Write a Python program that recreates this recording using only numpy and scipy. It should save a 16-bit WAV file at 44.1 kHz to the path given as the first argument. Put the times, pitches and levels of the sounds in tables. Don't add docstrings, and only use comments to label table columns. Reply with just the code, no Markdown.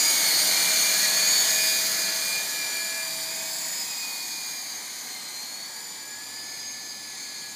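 import sys
import numpy as np
from scipy import signal
from scipy.fft import rfft, irfft, next_fast_len
from scipy.io import wavfile
from scipy.ndimage import uniform_filter1d, map_coordinates

SR = 44100
rng = np.random.default_rng(int(sys.argv[2]) if len(sys.argv) > 2 else 0)


def inscribe(sig):
    pcm = np.round(np.clip(np.atleast_2d(sig).T, -1, 1) * 32767)
    wavfile.write(sys.argv[1], SR, pcm.astype(np.int16))


def invert_db(level):
    return 10 ** (np.asarray(level, dtype=float) / 20)


N = 332955

# (time [s], distance [m], treble tilt of the hiss [dB, full at 19 kHz])
FLIGHT_PATH = [(0, 1.98, -3), (.2, 1.98, -0.5), (1.3, 2.03, -2), (1.6, 2.22, -0.5), (2.67, 4.57, -2.5),
               (3.36, 6.1, 0), (3.8, 6.3, 0), (4.2, 7.44, -0.5), (4.7, 8.7, -3.5), (6, 11.7, -5),
               (7.55, 13.2, -7.5)]
PINION, IDLER, SECOND = 8, 31, 22


def unit(x):
    return x / np.sqrt(np.mean(x ** 2) + 1e-20)


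def along(points, hz):
    f, v = np.transpose(points)
    return np.interp(np.log(hz + 1), np.log(f + 1), v)


def curves(rows):
    s, *cols = np.transpose(rows)
    return [np.interp(np.arange(N) / SR, s, c) for c in cols]


def wobble(rate):
    knots = rng.standard_normal(int(N * rate / SR) + 4)
    return map_coordinates(knots, [np.arange(N) * rate / SR], order=1)


def turns(hz):
    return 2 * np.pi * np.cumsum(uniform_filter1d(hz, size=2200)) / SR


def filtered(x, response):
    m = next_fast_len(N + 8192)
    spectrum = rfft(x, m) * response(np.fft.rfftfreq(m, 1 / SR))
    return irfft(spectrum, m)[..., :N]


def tone(phase, db, flutter_db, drift):
    level = invert_db(db + flutter_db * wobble(22))
    return level * np.sqrt(2) * np.sin(phase + drift * wobble(45) + 7 * rng.random())


def blurred(phase, db, rate):
    return invert_db(db) * unit(wobble(rate) * np.sin(phase) + wobble(rate) * np.cos(phase))


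def street():
    # (frequency [Hz], relative level [dB])
    rumble_shape = [(20, -45), (60, -18.5), (130, -8.5), (240, 3), (500, -8), (900, -1), (1500, -15.5),
                    (3300, -50)]
    # (time [s], frequency [Hz], level [dB])
    car_hum = [(5.8, 108.3, -87), (6.02, 112.7, -71), (6.38, 112.1, -66), (7.28, 117.1, -72),
               (7.5, 117.6, -78)]
    hz, db = curves(car_hum)
    rumble = unit(filtered(rng.standard_normal(N), lambda f: invert_db(along(rumble_shape, f))))
    rumble_db = -55 + 0.71 * wobble(3.08)
    return invert_db(rumble_db) * rumble + tone(turns(hz), db, flutter_db=0.5, drift=.2)


def craft_db():
    at_1m_db = -29
    return at_1m_db - 20 * np.log10(curves(FLIGHT_PATH)[0])


def strength_db(name):
    usual_tone_level_db = {"fast 1": -7.5, "fast 2": -1, "fast 3": -7.5, "slow 1": -10.5, "slow 2": -2,
                           "slow 3": 1, "second stage": -11, "blades": -27, "imbalance": -22, "brushes":
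                           -23.5, "fast 4": -5.5, "fast 6": -12, "tail brush": -17, "tail blades": -31.5,
                           "slow second stage": -16.5, "slow 4": -10, "slow 5": -14, "fast rattle": -0.5,
                           "slow rattle": 0}
    # (tone name, start [s], end [s], change [dB])
    swell_rows = [("fast 1", 0.52, 1.27, 10), ("fast 1", 1.533, 1.855, 13.4), ("fast 1", 1.99, 2.14, 14),
                  ("fast 1", 2.22, 2.445, 16), ("fast 1", 2.52, 3.086, 15), ("fast 1", 3.1, 3.5, 10),
                  ("fast 1", 3.85, 4.7, 13), ("fast 1", 7.35, 7.6, 8), ("fast 2", -.1, 0.086, 7),
                  ("fast 2", 0.14, 0.39, 1.5), ("fast 2", .52, 1.55, -5.5), ("fast 2", 1.52, 2.42, 4),
                  ("fast 2", 3.2, 3.36, 4.6), ("fast 2", 3.7, 4.08, 6.1), ("fast 2", 4.25, 4.75, 6.2),
                  ("fast 2", 4.8, 6.1, -4.5), ("fast 2", 6.25, 7.4, 7.3), ("fast 3", 0.61, 1, 7.2),
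                  ("fast 3", 2.7, 3.15, 4), ("fast 3", 3.2, 4.02, 4), ("fast 3", 4.15, 4.5, 4.4),
                  ("fast 3", 4.88, 6.28, 8.3), ("fast 3", 6.3, 6.2, -8), ("fast 3", 7.12, 8.4, 7),
                  ("slow 1", 0.037, .36, 9), ("slow 1", .36, .6, 4), ("slow 1", 2.6, 3.04, 6.2),
                  ("slow 1", 3.3, 3.85, 7), ("slow 1", 3.95, 4.75, -10), ("slow 1", 4.8, 5.4, 5),
                  ("slow 2", -.1, .3, 2), ("slow 2", 0.28, 0.916, 6), ("slow 2", 0.93, 1.12, 8),
                  ("slow 2", 1.17, 1.46, 11), ("slow 2", 1.65, 2.44, 3.4), ("slow 2", 2.66, 3.13, 4.2),
                  ("slow 2", 3.44, 3.82, 5.5), ("slow 2", 3.95, 4.55, 6.6), ("slow 2", 4.75, 5.15, 2.8),
                  ("slow 2", 5.15, 5.8, 8), ("slow 2", 6.36, 6.95, 2.8), ("slow 2", 7.15, 7.6, 9),
                  ("slow 3", 0.016, 0.17, 8.8), ("slow 3", 1.2, 1.61, 8.5), ("slow 3", 1.6, 2, 2.5),
                  ("slow 3", 2.4, 3.15, -1.5), ("slow 3", 3.6, 3.85, 6.7), ("slow 3", 4.3, 4.75, 6.3),
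                  ("slow 3", 5.1, 5.7, -4), ("slow 3", 5.78, 6.3, 2), ("slow 3", 6.42, 6.96, 6.2),
                  ("slow 3", 7.1, 7.45, 5), ("second stage", 0.9, 1.76, 7.5),
                  ("second stage", 1.92, 2.14, 8.5), ("second stage", 2.3, 2.65, 9),
                  ("second stage", 2.65, 3.05, 13), ("second stage", 3.2, 4.1, -10),
                  ("second stage", 5.5, 6, 8), ("second stage", 6.04, 7.6, 11.8),
                  ("blades", 3.05, 3.78, 11.7), ("imbalance", -.1, 0.94, 3.8),
                  ("imbalance", 3.08, 3.74, 7.3), ("brushes", -.1, .36, 12), ("brushes", 2.03, 3.2, 9.6),
                  ("brushes", 3.2, 4.4, 13.3), ("brushes", 5.3, 6.4, 12.3), ("slow 4", -.1, .5, 9.2),
                  ("slow 4", 5.05, 5.45, 9.2), ("fast rattle", 3.45, 4.05, 6), ("fast 4", -.1, 0.75, 2.3),
                  ("fast 4", 3.8, 5.6, -7), ("fast 6", .05, .42, 10), ("fast 6", 1.5, 2.1, 5),
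                  ("fast 6", 3.45, 4.25, 9), ("fast 6", 4.9, 7.6, -6), ("tail brush", -.1, .3, -15),
                  ("tail brush", 0.38, 1.53, 6), ("tail brush", 1.55, 2.275, 10.1),
                  ("tail brush", 2.3, 2.75, 5.4), ("tail brush", 2.78, 3.7, 12.5),
                  ("tail brush", 4.95, 5.35, 7.5), ("tail brush", 6.4, 6.8, 6.7),
                  ("tail blades", 0.36, 2.2, 12.3), ("tail blades", 2.18, 4.1, 8.7),
                  ("tail blades", 6.4, 7.5, 13)]
    fade_s = 0.13
    t = np.arange(N) / SR
    level_db = craft_db() + usual_tone_level_db[name]
    for who, start, end, db in swell_rows:
        if who == name:
            level_db = level_db + db * np.clip(np.minimum(t - start, end - t) / fade_s + .5, 0, 1)
    return level_db


def tail_motor():
    # (time [s], brush tone [Hz])
    tail_speed = [(.3, 615), (.9, 641), (1.3, 633), (2, 651), (2.8, 656), (3.8, 640), (4, 727), (4.7, 750),
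                  (7, 765)]
    blades, contacts = 2, 7
    brush = turns(*curves(tail_speed))
    blade_db = strength_db("tail blades")
    hum = tone(brush, strength_db("tail brush"), flutter_db=1.5, drift=0.51)
    hum += tone(brush * blades / contacts, blade_db, flutter_db=0.5, drift=0.13)
    return hum + tone(3 * brush, blade_db + 5, flutter_db=7.0, drift=0.95)


def hiss(idler):
    # (frequency [Hz], relative level [dB])
    hiss_shape = [(40, -47), (90, -29.5), (170, -14.5), (450, -11), (700, -9), (1380, -10), (2300, -1.5),
                  (3200, -6.5), (4400, -1), (6500, -4.5), (8500, -5.5), (12000, -7.5), (14800, -6),
                  (16000, -17)]
    # (time [s], delay [ms], share [0-1])
    lawn_echo = [(0, 1.36, 0), (2.5, 1.21, 0.12), (3.7, 1.075, 0.4), (5, 1.03, 0.31), (7.55, 0.95, 0)]
    metres, treble_db = curves(FLIGHT_PATH)
    bass_db = -2 + 0.92 * np.log2(metres)
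    hz, t, z = signal.stft(rng.standard_normal(N), SR, nperseg=512)
    hz = hz[:, None]
    at = np.minimum((t * SR).astype(int), N - 1)

    patches = uniform_filter1d(rng.standard_normal(z.shape), size=7, axis=0)
    patches = uniform_filter1d(patches, size=16, axis=1)
    walls = uniform_filter1d(rng.standard_normal(z.shape), size=2, axis=0)
    walls = uniform_filter1d(walls, size=70, axis=1)
    high = np.clip(np.log2((hz + 1) / 5500) / 1.8, 0, 1)
    low = np.clip(np.log2(2400 / (hz + 1)) / 1.7, 0, 1)
    shape_db = high * treble_db[at] + low * bass_db[at] + 0.61 * unit(patches) + 1.46 * unit(walls)

    s, delay_ms, share = np.transpose(lawn_echo)
    soft = np.interp(t, s, share) / (1 + (hz / 1800) ** 2)
    lawn = 1 + soft * np.exp(-2j * np.pi * hz * np.interp(t, s, delay_ms) / 1000)
    noise = signal.istft(z * lawn * invert_db(shape_db), SR, nperseg=512)[1][:N]
    noise = filtered(noise, lambda f: invert_db(along(hiss_shape, f) - along(hiss_shape, 3485)))
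    treble = filtered(noise, lambda f: 1 / (1 + (9000 / (f + 1)) ** 6))
    throb = .16 * np.sin(idler) + .1 * np.sin(idler / 2) + .08 * wobble(14)
    return invert_db(craft_db() + 13.5) * (noise + throb * treble)


def weak_orders(upper, lower):
    fast_orders = [2 * 8 / 31, 1, 3, 32, 48]
    fast_blur = {"blades": 0, "imbalance": 0, "brushes": 0, "fast 4": 140, "fast 6": 450}
    slow_orders = [22 * 8 / 31, 32, 40]
    slow_blur = {"slow second stage": 10, "slow 4": 100, "slow 5": 180}
    out = np.zeros(N)
    for k, (name, rate) in zip(slow_orders, slow_blur.items()):
        out += blurred(k * lower, strength_db(name), rate)
    for k, (name, rate) in zip(fast_orders, fast_blur.items()):
        db = strength_db(name)
        out += blurred(k * upper, db, rate) if rate else tone(k * upper, db, flutter_db=0.4, drift=0.19)
    return out


def motor(shaft, mesh_db, loose_db):
    # (below [dB], above [dB]) re the mean of harmonic and craft levels
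    sidebands = [(-16, -9), (-7, -8.5), (-8, -10.5)]
    # (level [dB re the motor's rattle], blur [knots per s])
    tooth_rattle = [(-12.5, 300), (-5, 400), (-2, 410)]
    mesh_drift = [.3, .45, .9]
    level_db = craft_db()
    out = np.zeros(N)
    rotor = shaft * PINION / IDLER / 4
    shake = 0.15 * np.sin(rotor) + 0.22 * np.sin(2 * rotor)
    chop = 1 + .14 * np.sin(2 * rotor)
    for k, db in enumerate(mesh_db):
        order = PINION * (k + 1)
        below_db, above_db = sidebands[k]
        rattle_db, rate = tooth_rattle[k]
        out += tone(order * shaft + (k + 1) * shake, db, flutter_db=3, drift=mesh_drift[k])
        beam_db = .5 * (db + level_db)
        out += blurred((order - 1) * shaft, beam_db + below_db, 22)
        out += blurred((order + 1) * shaft, beam_db + above_db, 22)
        out += blurred(order * shaft, loose_db + rattle_db, rate)
    return chop * out


def helicopter():
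    # (time [s], throttle = mean shaft speed [Hz], rudder = faster minus slower shaft [Hz])
    pilot_sticks = [(0.0, 293.3, 21.5), (0.28, 284.7, 23.9), (0.6, 282.5, 25.8), (1.04, 285.0, 25.4),
                    (1.28, 291.6, 23.3), (1.8, 290.4, 25.4), (2.2, 284.8, 30.4), (2.4, 286.5, 30.1),
                    (2.64, 294.4, 6.4), (3.24, 295.3, 10.1), (3.4, 296.5, 27.9), (3.6, 301.9, 29.6),
                    (3.76, 303.5, 27.6), (4.0, 295.2, 29.6), (4.84, 281.8, 22.7), (5.32, 271.2, 26.4),
                    (5.56, 281.5, 20.3), (5.72, 290.2, 9.7), (5.84, 292.4, 0.2), (6.0, 292.0, 0.0),
                    (6.16, 296.0, 0.1), (6.28, 297.8, 8.8), (6.52, 290.0, 35.1), (7.0, 287.0, 35.9),
                    (7.16, 285.2, 30.2), (7.55, 284.4, 24.3)]
    throttle_hz, rudder_hz = curves(pilot_sticks)
    upper = turns(throttle_hz + rudder_hz / 2)
    lower = turns(throttle_hz - rudder_hz / 2)
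    idler = upper * PINION / IDLER
    upper_db, lower_db = [[strength_db(who + k) for k in "123"] for who in ("fast ", "slow ")]
    second = tone(SECOND * idler, strength_db("second stage"), flutter_db=2.2, drift=.4)
    mains = motor(upper, upper_db, strength_db("fast rattle"))
    mains += motor(lower, lower_db, strength_db("slow rattle"))
    return mains + weak_orders(upper, lower) + second + tail_motor() + hiss(idler)


def scene():
    return np.tile(helicopter() + street(), (2, 1))


def housing(x):
    # (frequency [Hz], width [Hz], share removed [0-1]), before the bearing alters them
    notches = [(2696, 490, 0.76), (5460, 277, 0.73), (8030, 360, 0.31), (10900, 680, 0.44),
               (13730, 710, 0.7)]
    # (time [s], stretch [%], depth [ratio to usual])
    craft_bearing = [(0, -2, 1.05), (.8, -3.2, 1.01), (1.3, -0.5, 0.98), (2.2, -1, 0.95), (3.7, 2, 1.06),
                     (4.4, 3, 1.15), (5, 0.5, 1.1), (6.5, 1.7, 1.06), (7.55, 2, 1.05)]
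    hz, t, z = signal.stft(x, SR, nperseg=1024)
    s, stretch, depth = np.transpose(craft_bearing)
    f = hz[:, None] / (1 + np.interp(t, s, stretch) / 100)
    for notch_hz, width_hz, share in notches:
        removed = np.clip(share * np.interp(t, s, depth), 0, 1)
        z = z * (1 - removed / (1 + (2 * (f - notch_hz) / width_hz) ** 2))
    return signal.istft(z, SR, nperseg=1024)[1][..., :N]


def top_cut(x):
    return signal.sosfilt(signal.butter(12, 16570, fs=SR, output="sos"), x)


def record(dry):
    top_hz = 15330
    mono = filtered(housing(dry[0]), lambda hz: hz < top_hz)
    return top_cut(np.array([mono, mono]))


dry = scene()
out = record(dry)
inscribe(out)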